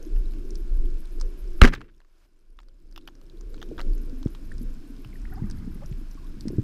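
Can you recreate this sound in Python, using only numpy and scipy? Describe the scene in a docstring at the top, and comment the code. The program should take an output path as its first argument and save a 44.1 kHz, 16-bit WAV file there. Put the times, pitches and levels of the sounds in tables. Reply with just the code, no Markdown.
"""A speargun fires under water, heard by a camera in a housing fixed to the gun.
Water sways the housing, rumbles, gurgles and hisses, with reef snaps, treble chatter and ticks.
At 1.62 s bands, line and air tear through the water; the shot rocks the housing, rings the gun
and overloads the microphone. The background falls quiet and slowly returns by 3.8 s.
Gear knocks on the housing, a few bubbles detach, and small ones freed by the gear fizz."""
import sys
import numpy as np
from scipy import signal
from scipy.io import wavfile
from scipy.ndimage import uniform_filter1d

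SR = 44100
rng = np.random.default_rng(int(sys.argv[2]) if len(sys.argv) > 2 else 0)


def put_to_file(sound):
    """Save the sound as 16-bit audio at rate SR, in the file named by the first command-line argument."""
    columns = np.atleast_2d(sound).T  # one column per channel
    safe = np.clip(columns, -1, 1)
    whole_steps = np.round(safe * 32767)
    wavfile.write(sys.argv[1], SR, whole_steps.astype(np.int16))


N = 292383


def gain(db):
    return 10 ** (np.asarray(db) / 20)


def unit_rms(x):
    return x / np.sqrt(np.mean(x ** 2) + 1e-20)


def curve(rows, column=1):
    """One column of a time table, at every sample."""
    rows = np.asarray(rows)
    return np.interp(np.arange(N) / SR, rows[:, 0], rows[:, column])


def add(mix, start_s, sound):
    part = mix[round(start_s * SR):][:len(sound)]
    part += sound[:len(part)]


def resonate(x, hz, width_hz, stages=1):
    """Two-pole resonances in series."""
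    r = np.exp(-np.pi * width_hz / SR)
    for _ in range(stages):
        x = signal.lfilter([1 - r, 0, r - 1], [1, -2 * r * np.cos(2 * np.pi * hz / SR), r * r], x)
    return x


def drift(span_samples, length=N, passes=1):
    """Smoothed random motion, rms 1."""
    x = rng.standard_normal(length)
    for _ in range(passes):
        x = uniform_filter1d(x, span_samples)
    return unit_rms(x)


def noise(spectrum, fft_size, patchy_db, source=None):
    """Noise of rms 1 with the given spectrum and drifting patches."""
    x = rng.standard_normal(N) if source is None else source
    bin_hz, _, frames = signal.stft(x, SR, nperseg=fft_size)
    hz, db = np.transpose(spectrum)
    colour_db = np.interp(np.log(bin_hz + 1), np.log(hz + 1), db, left=-90, right=-90)
    patches = uniform_filter1d(rng.standard_normal(frames.shape), size=6, axis=0)
    patches = unit_rms(uniform_filter1d(patches, size=4, axis=1))
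    frames *= gain(colour_db[:, None] + patchy_db * patches)
    return unit_rms(signal.istft(frames, nperseg=fft_size)[1][:N])


def ring(hz, t60_s, rise_cycles):
    """A sine that swells, then dies."""
    t = np.arange(round(t60_s * SR)) / SR
    attack = 1 - np.exp(-(t * hz / rise_cycles) ** 2)
    return np.sin(2 * np.pi * hz * t) * gain(-60 * t / t60_s) * attack


def lull(depth_db):
    """Background gain: sinks after the shot, holds, slowly returns."""
    return gain(curve([(1.66, 0), (1.88, depth_db), (2.68, depth_db), (3.8, 0)]))


# Water pressure on the housing: time_s, level_db
SWAY_LEVELS = [(0, -37.5), (.16, -19), (.38, -31), (.66, -29), (.78, -17.5), (.92, -25.5), (1.16, -27.5),
               (1.26, -21), (1.36, -34.5), (1.54, -25.5), (1.8, -30), (2.34, -36.5), (2.58, -23.5),
               (2.84, -30.5), (2.94, -27), (3.3, -37), (3.5, -29), (3.76, -38), (3.88, -22.5), (4.1, -31.5),
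               (4.4, -39), (4.7, -29), (4.86, -40), (5.46, -31.5), (5.8, -38.5), (5.94, -29), (6.1, -36),
               (6.63, -38.5)]


def sway():
    """Water presses on the housing: a wandering low tone with buffeting."""
    pitch_hz = 24 * np.exp(0.19 * drift(2000, passes=2))
    lumps_db = 2 * drift(2000, passes=2)
    tone = np.sqrt(2) * np.sin(2 * np.pi * np.cumsum(pitch_hz) / SR)
    buffeting = noise([(20, -11.5), (35, -1), (60, -19.5), (90, -29.5)], fft_size=4096, patchy_db=1)
    return gain(curve(SWAY_LEVELS) + lumps_db) * lull(-21.5) * (tone + gain(-11) * buffeting)


# Flow round the housing: time_s, rumble_db, gurgle_db
FLOW_LEVELS = [(0, -58, -41), (.2, -49, -47), (1.32, -54, -51), (1.9, -52, -49.5), (2.5, -44.5, -42),
               (3.05, -39, -38.5), (3.36, -48.5, -45), (3.5, -43.5, -43), (3.8, -45, -42.5),
               (4.4, -53, -51), (4.6, -42, -44), (4.8, -53.5, -50), (5.2, -49, -48.5), (5.48, -35.5, -48.5),
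               (5.9, -44.5, -49.5), (6.16, -51, -55), (6.52, -38, -45.5)]
# Flow spectra: freq_hz, density_db
RUMBLE_SPECTRUM = [(32, -33.5), (55, -6.5), (97, -14.5), (151, -16.5), (230, -20), (300, -51), (510, -120)]
GURGLE_SPECTRUM = [(120, -30.5), (180, -11), (250, -5), (345, 2), (430, -7.5), (560, -17), (800, -39.5)]
SHOT_S, WAKE_FALL_DB_PER_S = 1.62, 129


def flow():
    """Water rumbles and gurgles round the housing, churned by the shot; later the gurgle deepens."""
    since_s = np.arange(N) / SR - SHOT_S
    wake = (since_s > 0) * gain(-WAKE_FALL_DB_PER_S * abs(since_s))
    rumble = noise(RUMBLE_SPECTRUM, fft_size=4096, patchy_db=1.5)
    rumble *= gain(curve(FLOW_LEVELS)) * lull(-29) + gain(-24.5) * wake
    early = noise(GURGLE_SPECTRUM, fft_size=2048, patchy_db=3.5)
    deeper = noise([(0.85 * hz, db) for hz, db in GURGLE_SPECTRUM], fft_size=2048, patchy_db=3.5)
    fade_rad = np.pi / 2 * curve([(3.65, 0), (4.62, 1)])
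    gurgle = np.cos(fade_rad) * early + np.sin(fade_rad) * deeper
    gurgle *= gain(curve(FLOW_LEVELS, column=2)) * lull(-28.5) + gain(-29.5) * wake
    return rumble + gurgle


# Water hiss: freq_hz, density_db
HISS_SPECTRUM = [(400, -27.5), (600, -1.5), (900, -9), (1050, -2.5), (1200, -7.5), (1550, -3), (1950, -12),
                 (2350, -7.5), (3200, -12), (4800, -12.5), (5150, -9), (5600, -14.5), (7600, -18.5),
                 (14600, -22.5), (15500, -34)]


def hiss():
    """Broad water hiss; swells once in the lull and drops back."""
    swell_db = curve([(2.06, 0), (2.255, 8.5), (2.269, 0)])
    return gain(-62.5 + swell_db) * lull(-15.5) * noise(HISS_SPECTRUM, fft_size=512, patchy_db=.3)


# Far shrimp snaps: freq_hz, density_db
SNAP_SPECTRUM = [(1500, -29.5), (3000, -3), (5800, -2), (9000, -6.5), (15000, -24)]


def shrimp(snaps_per_s=90):
    """Shrimp snap on the reef: sparse treble impulses, a few much larger."""
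    onsets = rng.random(N) < snaps_per_s / SR
    size_db = 4 * np.minimum(rng.exponential(1, N), 3)
    impulses = onsets * gain(size_db) * rng.choice([-1, 1], N)
    return gain(-72) * lull(-12) * noise(SNAP_SPECTRUM, fft_size=256, patchy_db=8, source=impulses)


# Treble chatter: centre_hz, width_hz, level_db
TREBLE_BANDS = [(11600, 1800, 0), (14100, 1300, -8), (8800, 1200, -14)]


def chatter(period_s=.1386, jitter_s=.015, burst_s=.053):
    """Thin, grainy treble in short bursts at a nearly steady pace."""
    gate, burst = np.zeros(N), signal.windows.tukey(round(burst_s * SR), .3)
    for start_s in np.arange(.012, N / SR, period_s):
        late, size = rng.standard_normal(2)
        add(gate, max(start_s + jitter_s * late, 0), gain(1.4 * size) * burst)
    grains = unit_rms(gain(5.5 * drift(150)) * rng.standard_normal(N))
    bands = sum(gain(db) * resonate(grains, hz, width_hz, stages=2) for hz, width_hz, db in TREBLE_BANDS)
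    return gain(-68) * lull(-23) * gate * unit_rms(bands)


# Snaps and gear ticks: start_s, bright_peak_db, pitch_hz, body_peak_db
TICK_HITS = [(0.0273, -43, 5900, -64), (0.163, -46, 2660, -44), (0.336, -43.5, 2700, -52),
             (0.5057, -38, 5630, -70), (0.5543, -35.5, 5100, -60), (1.199, -39, 4930, -64),
             (1.2121, -29.5, 5140, -35.5), (1.591, -51.5, 2201, -49), (1.7245, -48, 2710, -33),
             (1.7496, -34.5, 3560, -52), (1.8074, -50.5, 3700, -41), (1.8144, -57, 3780, -33.5),
             (2.003, -55, 3870, -49.5), (2.0161, -59, 2610, -56), (2.0474, -64, 4020, -55),
             (2.589, -40, 2930, -38), (2.602, -51, 3770, -48), (2.6314, -58, 4920, -56),
             (2.6848, -53, 4510, -56), (2.9123, -52.5, 5500, -63.5), (2.925, -46.5, 4500, -58),
             (2.961, -35, 3100, -39), (2.9771, -35.5, 2930, -35.5), (3.0753, -34, 2900, -34),
             (3.085, -42.5, 2860, -38), (3.1525, -50, 5200, -53), (3.214, -52, 3570, -53),
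             (3.298, -45.5, 3700, -63), (3.4099, -44, 5760, -50.5), (3.5425, -41.5, 4120, -43),
             (3.5795, -46.5, 2700, -48), (3.6164, -38, 2830, -36.5), (3.6271, -32.5, 3500, -32),
             (3.78, -39, 2920, -32.5), (3.785, -50, 2810, -36), (3.79, -44, 3230, -31),
             (3.7946, -42.5, 3120, -28), (3.8035, -34.5, 2670, -28), (3.8133, -31.5, 4280, -35.5),
             (3.9794, -45.5, 5750, -50), (4.229, -42, 3740, -44.5), (4.271, -48.5, 2900, -42),
             (4.3491, -38, 3550, -41.5), (4.5812, -42.5, 5240, -58), (5.0469, -37.5, 2640, -40.5),
             (5.4993, -39, 5500, -40.5), (5.5109, -35, 4970, -49), (5.8596, -41, 5630, -59),
             (5.9254, -44, 2580, -60), (6.112, -42.5, 5700, -58), (6.408, -35, 4730, -70),
             (6.482, -32.5, 5160, -41.5)]


def ticks():
    """Short cracks excite a bright resonance, its overtone and the low body of the housing."""
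    out, t = np.zeros(N), np.arange(1500) / SR
    crack, tail = gain(-60 * t / 0.0059), gain(-18 - 60 * t / 0.038)
    attack = 1 - np.exp(-t / 0.00039)
    for start_s, bright_db, hz, body_db in TICK_HITS:
        hit = rng.standard_normal(len(t)) * (crack + tail) * attack
        bright = resonate(resonate(hit, hz, .5 * hz), hz, 0.43 * hz) + gain(-23) * hit
        bright += gain(-11.5) * resonate(hit, 1.53 * hz, .5 * hz, stages=2)
        body = resonate(resonate(hit, 610, 1050), 1200, 1320)
        add(out, start_s, gain(bright_db) * bright / abs(bright).max())
        add(out, start_s, gain(body_db) * body / abs(body).max())
    return out


# Crack, rush, then the bands whipping back: peak_s, level_db, rise_s, fall_db_per_s
RUSH_PULSES = [(1.6168, -1, 0.0031, 2600), (1.628, -15.5, 0.0093, 1200), (1.636, -17.5, 0.011, 700),
               (1.651, -18, 0.015, 600), (1.678, -26.5, 0.034, 800), (1.738, -31.5, 0.034, 750),
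               (1.781, -53, 0.02, 695), (1.81, -54, .03, 700), (1.848, -59, 0.027, 700),
               (1.889, -60.5, 0.023, 900)]
# Torn water: freq_hz, density_db
RUSH_SPECTRUM = [(250, -29.5), (400, -5), (700, -16), (1100, -10), (1500, -8.5), (2300, -13.5), (4000, -22),
                 (6000, -27.5), (8000, -37.5), (15500, -49)]


def rush(rise_db=34):
    """Bands, line and air tear through the water: grainy bursts, duller as they weaken."""
    t = np.arange(N) / SR
    bursts_db = [db - np.where(t < peak_s, rise_db * (peak_s - t) / rise_s, fall * (t - peak_s))
                 for peak_s, db, rise_s, fall in RUSH_PULSES]
    level_db = np.max(bursts_db, axis=0)
    bright = unit_rms(gain(4.2 * drift(90)) * noise(RUSH_SPECTRUM, fft_size=512, patchy_db=1.5))
    dull = unit_rms(resonate(bright, 1500, 2300))
    brightness = np.clip((level_db + 53.5) / 25, 0, 1)
    return gain(level_db) * (brightness * bright + (1 - brightness) * dull)


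# Blows on the gun: start_s, level_db, pitch_hz, t60_s
GUN_RINGS = [(1.6185, 15.5, 56, 0.042), (1.628, -15, 380, 0.14), (1.6435, -11.5, 1600, 0.044),
             (1.6465, -2, 270, 0.022), (1.6335, -13, 240, 0.17), (1.627, -14.5, 2000, 0.011),
             (1.63, -10, 146, 0.063), (1.64, -21.5, 1200, .03), (1.7375, -27, 2260, 0.011)]


def recoil(rocking_hz=22):
    """The shot rocks the housing and rings the gun."""
    out, t = np.zeros(N), np.arange(SR // 4) / SR
    rocking = -np.sin(2 * np.pi * rocking_hz * t) * gain(-2.5 - 29 * t - 2400 * t * t)
    add(out, 1.6245, rocking)
    for start_s, db, hz, t60_s in GUN_RINGS:
        add(out, start_s, gain(db) * ring(hz, t60_s, rise_cycles=0.091))
    return out


# Gear striking the housing: start_s, level_db, pitch_hz, t60_s
GEAR_KNOCKS = [(3.7137, -18, 410, 0.015), (3.72, -26, 322, 0.077), (4.126, -31, 255.7, 0.16),
               (4.258, -9.5, 270, 0.019), (4.26, -5, 100, 0.023), (4.61, -26, 239, 0.072),
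               (5.057, -29.5, 119.6, 0.086), (5.42, -16.5, 139.3, 0.073), (5.438, -23.5, 207, 0.088),
               (5.625, -30.5, 180, 0.11), (5.676, -24.5, 181, 0.088), (5.756, -27.5, 210, 0.043),
               (5.913, -21, 130.4, 0.067), (6.454, -21, 292, 0.044), (6.472, -15.5, 216, 0.041),
               (6.503, -24, 365, 0.044), (6.531, -25, 352, 0.059), (6.558, -33, 321, 0.039),
               (6.583, -6, 122, 0.038), (6.584, -15, 307, 0.041), (6.593, -8, 122, 0.03)]


def knocks(faint_from_s=3.5, faint_per_s=5):
    """Gear knocks ring low and short; fainter ones scatter once the gun is moved."""
    out, span_s = np.zeros(N), N / SR - faint_from_s
    for start_s, db, hz, t60_s in GEAR_KNOCKS:
        add(out, start_s, gain(db) * ring(hz, t60_s, rise_cycles=0.0017 * hz))
    for when, softness, pitch in rng.random((round(faint_per_s * span_s), 3)):
        hz = 200 + 125 * pitch
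        knock = ring(hz, t60_s=0.074, rise_cycles=0.002 * hz)
        add(out, faint_from_s + when * span_s, gain(-33 - 5 * softness) * knock)
    return out


# Single bubbles: start_s, peak_db, pitch_hz, end_pitch_ratio, length_s
BUBBLE_NOTES = [(4.517, -38, 1700, 1.07, 0.0055), (5.129, -49.5, 2220, 0.85, 0.0061),
                (5.156, -48.5, 1840, 1.02, 0.0074), (5.252, -44, 1670, 2.1, 0.0075),
                (5.323, -51, 741, 1.5, 0.041), (5.368, -47.5, 750, 1.7, 0.05),
                (5.821, -44, 540, 1.36, 0.028), (5.319, -51, 1435, 0.97, .026),
                (5.818, -54, 810, 1.2, 0.023), (6.173, -51.5, 1080, 1.23, .02),
                (6.232, -58.5, 998, 1.35, 0.04)]


def bubbles():
    """Bubbles ring as shivering sines; most rise in pitch as they detach."""
    out = np.zeros(N)
    for start_s, db, hz, end_ratio, length_s in BUBBLE_NOTES:
        age = np.linspace(0, 1, round(length_s * SR))
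        pitch_hz = hz * end_ratio ** (age * age) * (1 + .04 * drift(80, len(age)))
        envelope = np.sin(np.pi * age ** 0.46)
        add(out, start_s, gain(db) * envelope * np.sin(2 * np.pi * np.cumsum(pitch_hz) / SR))
    return out


# Small bubbles freed by moving gear: time_s, level_db
FIZZ_LEVELS = [(5.2, -78), (5.33, -55), (5.5, -64), (5.8, -68.5), (5.83, -50.5), (5.87, -78), (6.63, -69.5)]


def fizz():
    """Many small bubbles, each a few rising cycles."""
    out, age = np.zeros(N), np.linspace(0, 1, 500)
    for hz in np.geomspace(700, 1900, num=14):
        phase = 2 * np.pi * np.cumsum(hz * (1 + 0.19 * age)) / SR
        bubble = np.sin(np.pi * age ** 0.67) * np.sin(phase)
        releases = (rng.random(N) < 50 / SR) * rng.standard_normal(N)
        out += signal.oaconvolve(releases, bubble)[:N]
    started = np.arange(N) > FIZZ_LEVELS[0][0] * SR
    return gain(curve(FIZZ_LEVELS)) * started * unit_rms(out)


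def scene():
    """All sources at one microphone."""
    background = sway() + flow() + hiss() + shrimp() + chatter()
    return (background + ticks() + rush() + recoil() + knocks() + bubbles() + fizz())[None]


def record(dry):
    """The input overloads, then is band-limited to 15.6 kHz."""
    clipped = np.clip(dry, -.97, .97)
    lowpass = signal.firwin(301, 15600, window=("kaiser", 8), fs=SR)
    return signal.oaconvolve(clipped, lowpass[None], "same")


dry = scene()
out = record(dry)
put_to_file(out)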